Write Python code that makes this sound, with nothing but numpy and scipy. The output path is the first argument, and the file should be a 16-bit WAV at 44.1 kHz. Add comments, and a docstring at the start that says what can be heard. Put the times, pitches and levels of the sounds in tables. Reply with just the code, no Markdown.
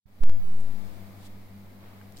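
"""A quiet room, on a stereo microphone: mains hum beats against a small motor and a fan, over soft
air noise, thin whines and microphone hiss. The input opens with a soft pop, a subsonic surge and
two dry electrical clicks as its offset jumps. Near the microphone a sleeve swishes, the arms reach
forward, and at the end fingers touch a plastic-wrapped parcel on a wooden table."""
import sys
import numpy as np
from scipy import signal
from scipy.fft import rfft, irfft
from scipy.io import wavfile

SR = 44100
rng = np.random.default_rng(int(sys.argv[2]) if len(sys.argv) > 2 else 0)


def master_out(mix):
    """Clip the mix to full scale and print it as 16-bit PCM to the path in sys.argv[1]."""
    frames = np.transpose(np.atleast_2d(mix))
    ceiling = np.clip(frames, -1, 1)
    pcm = np.round(ceiling * 32767).astype(np.int16)
    wavfile.write(sys.argv[1], SR, pcm)


N = 97020
TIME = np.arange(N) / SR
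MAINS_HZ, MOTOR_HZ, FAN_HZ = 50.12, 49.165, 47.2

# gain of the hum, and of the other room tone, as the input opens: time_s, gain_db
HUM_FADE = [(0, -66), (.05, -51), (0.072, -18), (.195, -11.5), (.3, -2.5), (.65, -0.5), (1.05, 0),
            (1.45, -3), (1.7, -1.5), (2.2, -6.5)]
ROOM_FADE = [(0, -82), (.052, -62), (.06, -19.5), (.085, -12.5), (.2, -6.5), (.28, -3), (.5, -1.26),
             (.95, 0), (1.15, -1), (1.35, -2.5), (1.5, -3.5), (1.75, -3.5), (2.2, -2.5)]
# hum partials, before the fade: harmonic, level_db, left_minus_right_db
MAINS_PARTIALS = [(2, -50.5, 5.5), (4, -52, 0.5), (6, -69.5, 3)]
MOTOR_PARTIALS = [(2, -66.5, -3), (4, -58, 1.5), (6, -76, 0), (7, -72, -6), (10, -75, 11)]
FAN_PARTIALS = [(1, -80, 1), (2, -66.5, 1.3), (4, -61.5, 1.7)]
# thin whines in the room, before the fade: pitch_hz, level_db
WHINE_TONES = [(661, -69.5), (850, -75.5), (1218, -80), (2090, -78), (2251, -83), (3851, -84),
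               (5314, -84.5)]
# colour of each noise at the microphone: frequency_hz, relative_db
AIR_SPECTRUM = [(30, 1.5), (60, 0.5), (130, -5.5), (240, 0.5), (340, -7.5), (700, -9), (1000, -12.5),
                (1500, -17.5), (2250, -16.5), (2750, -24.5), (4800, -25.5), (5600, -38.5), (9000, -33.5),
                (16000, -50)]
HISS_SPECTRUM = [(500, -2.5), (5000, -0.5), (9000, -5.5), (13000, 3), (16000, 1.5)]
SLEEVE_SPECTRUM = [(1000, -2), (2400, -8), (3500, 4), (5500, -4), (8000, -3), (10000, -5), (16000, -12)]
REACH_SPECTRUM = [(200, 2), (450, 0), (1000, 1.5), (1600, -4), (4000, -13), (6000, -30), (16000, -37)]
WRAP_SPECTRUM = [(600, -6), (2000, -2), (4500, 3), (8500, -4), (11000, -3), (16000, -5)]
# how alike left and right hear any noise: frequency_hz, correlation
STEREO_LIKENESS = [(60, 0.18), (130, 0.65), (290, 0.79), (640, .35), (1400, 0), (16000, 0)]
# bright sleeve swishes and the dull rustle of reaching arms: peak_s, level_db, attack_s, release_s
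SLEEVE_STROKES = [(.85, -65, 0.41, 0.17), (1.235, -61.5, 0.054, 0.037), (1.266, -56.5, 0.02, .013)]
REACH_STROKES = [(1.87, -57.5, 0.076, 0.16)]
# fingertips landing on the parcel: start_s, level_db, pitch_hz
FINGER_TAPS = [(2.0136, -45, 1440), (2.1685, -50, 1060)]
# two faint stray ticks, then the plastic wrap: start_s, level_db, ring_hz, ring_relative_db, t60_s
WRAP_SNAPS = [(.5985, -62.5, 8040, 6, 0.021), (.6075, -62, 7800, 8, 0.016),
              (2.123, -48.5, 13800, -18, 0.0062), (2.1627, -58, 3020, 4, .018),
              (2.1693, -51, 8200, 5.5, 0.0054), (2.171, -52, 4300, 6.5, 0.016),
              (2.1776, -48, 6540, -27, 0.02), (2.186, -52, 7000, -1, 0.026), (2.1932, -49, 13300, 1, .016),
              (2.199, -57, 10900, 7, .015)]
# input offset ahead of the coupling, left row then right: start_s, height, rise_s
OFFSET_SURGES = [(.208, 1.95, 0.15), (.205, 1.14, 0.066)]
# sudden falls of that offset, heard as clicks: start_s, left_drop, right_drop
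OFFSET_DROPS = [(0.2361, .048, 0.069), (0.296, 0.043, 0.036)]


def from_db(db):
    """Decibels to gain."""
    return 10 ** (np.asarray(db) / 20)


def unit_rms(x):
    """Scale to an rms of 1."""
    return x / np.sqrt(np.mean(x ** 2) + 1e-20)


def pan(db):
    """Channel gains for a left-minus-right level."""
    return from_db(np.array([[db], [-db]]) / 2)


def at_hz(points, hz):
    """Read a table on a log-frequency axis."""
    frequencies, values = np.transpose(points)
    return np.interp(np.log(hz + 1), np.log(frequencies), values)


def drift(rate_hz):
    """Random wander of spread about 1, mostly slower than rate_hz."""
    hz = np.fft.rfftfreq(N // 10, 20 / SR)
    slow = unit_rms(irfft(rfft(rng.standard_normal(N // 10)) / (1 + (hz / rate_hz) ** 2)))
    return np.interp(np.arange(N) / 20, np.arange(len(slow)), slow)


def noise(spectrum):
    """Coloured stereo noise, a touch to the left: alike in the low mids, diffuse in the treble."""
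    hz = np.fft.rfftfreq(N, 1 / SR)
    mid, side = rfft(rng.standard_normal((2, N))) * from_db(at_hz(spectrum, hz)) * (hz < 15900)
    alike = at_hz(STEREO_LIKENESS, hz)
    channels = np.sqrt(1 + alike) * mid + np.sqrt(1 - alike) * side * [[1], [-1]]
    return unit_rms(irfft(channels, N)) * pan(0.6)


def decay(start_s, t60_s):
    """Instant attack, then a fall of 60 dB every t60_s."""
    return (TIME >= start_s) * from_db(-60 * np.maximum(TIME - start_s, 0) / t60_s)


def whines(waver_db=5.5, waver_rad=1):
    """Faint tones come and go, differently on each side of the microphone."""
    out = np.zeros((2, N))
    for channel in out:
        for hz, db in WHINE_TONES:
            amplitude = np.sqrt(2) * from_db(db + waver_db * drift(2.7))
            phase = 2 * np.pi * (hz * TIME + rng.random()) + waver_rad * drift(2.7)
            channel += amplitude * np.sin(phase)
    return out


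def hum(base_hz, partials, waver_db=1.62, waver_rad=0.11):
    """Mains, motor or fan hums at multiples of its own rate, wavering a little."""
    out = 0
    phase = 2 * np.pi * base_hz * TIME + waver_rad * drift(0.92)
    for harmonic, db, pan_db in partials:
        amplitude = np.sqrt(2) * from_db(db + waver_db * drift(2))
        out += amplitude * np.sin(harmonic * phase) * pan(pan_db)
    return out


def room_tone():
    """Three beating hums, whines, air and microphone hiss fade in as the input opens."""
    hum_gain = from_db(np.interp(TIME, *np.transpose(HUM_FADE)))
    room_gain = from_db(np.interp(TIME, *np.transpose(ROOM_FADE)))
    hums = hum(MAINS_HZ, MAINS_PARTIALS) + hum(MOTOR_HZ, MOTOR_PARTIALS) + hum(FAN_HZ, FAN_PARTIALS)
    air = from_db(-50.5) * noise(AIR_SPECTRUM)
    pressure_wander = from_db(-43) * drift(2.7)
    tones = whines()
    hiss = from_db(-61.5) * noise(HISS_SPECTRUM)
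    return hum_gain * hums + room_gain * (tones + air + pressure_wander + hiss)


def cloth(strokes, spectrum, grain_db):
    """Fabric slides: friction noise swells and fades with each stroke, roughened by grain_db."""
    envelope = 0
    for peak_s, db, attack_s, release_s in strokes:
        width_s = np.where(TIME < peak_s, attack_s, release_s)
        envelope += from_db(db) * np.exp(-((TIME - peak_s) / width_s) ** 2)
    return envelope * noise(spectrum) * from_db(grain_db * drift(150))


def finger_taps():
    """Each fingertip lands with a short dull tick about an octave wide."""
    out = 0
    for start_s, db, hz in FINGER_TAPS:
        band = [(hz / 3, -14), (hz * 0.91, 0), (hz * 1.3, -3), (hz * 3, -30)]
        out += from_db(db) * decay(start_s, t60_s=0.016) * noise(band)
    return out


def plastic_wrap(ring_width=0.3):
    """The wrap snaps under the fingers: each snap is a bright burst with a ringing band of noise."""
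    out = 0
    crackle = noise(WRAP_SPECTRUM)
    shoulder, skirt = 1 + ring_width / 2, 1 + 2 * ring_width  # frequency ratios
    for start_s, db, hz, ring_db, t60_s in WRAP_SNAPS:
        band = [(hz / skirt, -40), (hz / shoulder, -4), (hz, 0), (hz * shoulder, -4), (hz * skirt, -40)]
        ring = from_db(ring_db) * noise(band)
        out += from_db(db) * decay(start_s, t60_s) * (crackle + ring)
    return out


def opening_pop(peak_s=0.0595, height=0.0091, width_s=0.0023):
    """The right channel opens with one small rounded pulse."""
    return np.array([[0], [-height]]) * np.exp(-((TIME - peak_s) / width_s) ** 2)


def input_settling(coupling_hz=1.724):
    """The microphone input's offset surges and drops twice; the coupling high-pass drains it away."""
    surge = np.array([height * (1 - np.exp(-np.maximum(TIME - start_s, 0) / rise_s))
                      for start_s, height, rise_s in OFFSET_SURGES])
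    drops = sum(np.array([[left], [right]]) * (TIME >= start_s) for start_s, left, right in OFFSET_DROPS)
    coupling = signal.butter(2, coupling_hz, "high", fs=SR, output="sos")
    return signal.sosfilt(coupling, surge - drops)


def scene():
    """Room tone behind, sleeves and parcel in front, and the microphone's own input settling."""
    sleeve = cloth(SLEEVE_STROKES, SLEEVE_SPECTRUM, grain_db=0)
    reach = cloth(REACH_STROKES, REACH_SPECTRUM, grain_db=-2)
    return room_tone() + sleeve + reach + plastic_wrap() + finger_taps() + opening_pop() + input_settling()


def record(dry, cutoff_hz=15900):
    """The recorder cuts the top steeply, with no phase shift."""
    low_pass = signal.ellip(10, 0.05, 50, cutoff_hz, fs=SR, output="sos")
    return signal.sosfiltfilt(low_pass, dry)


dry = scene()
out = record(dry)
master_out(out)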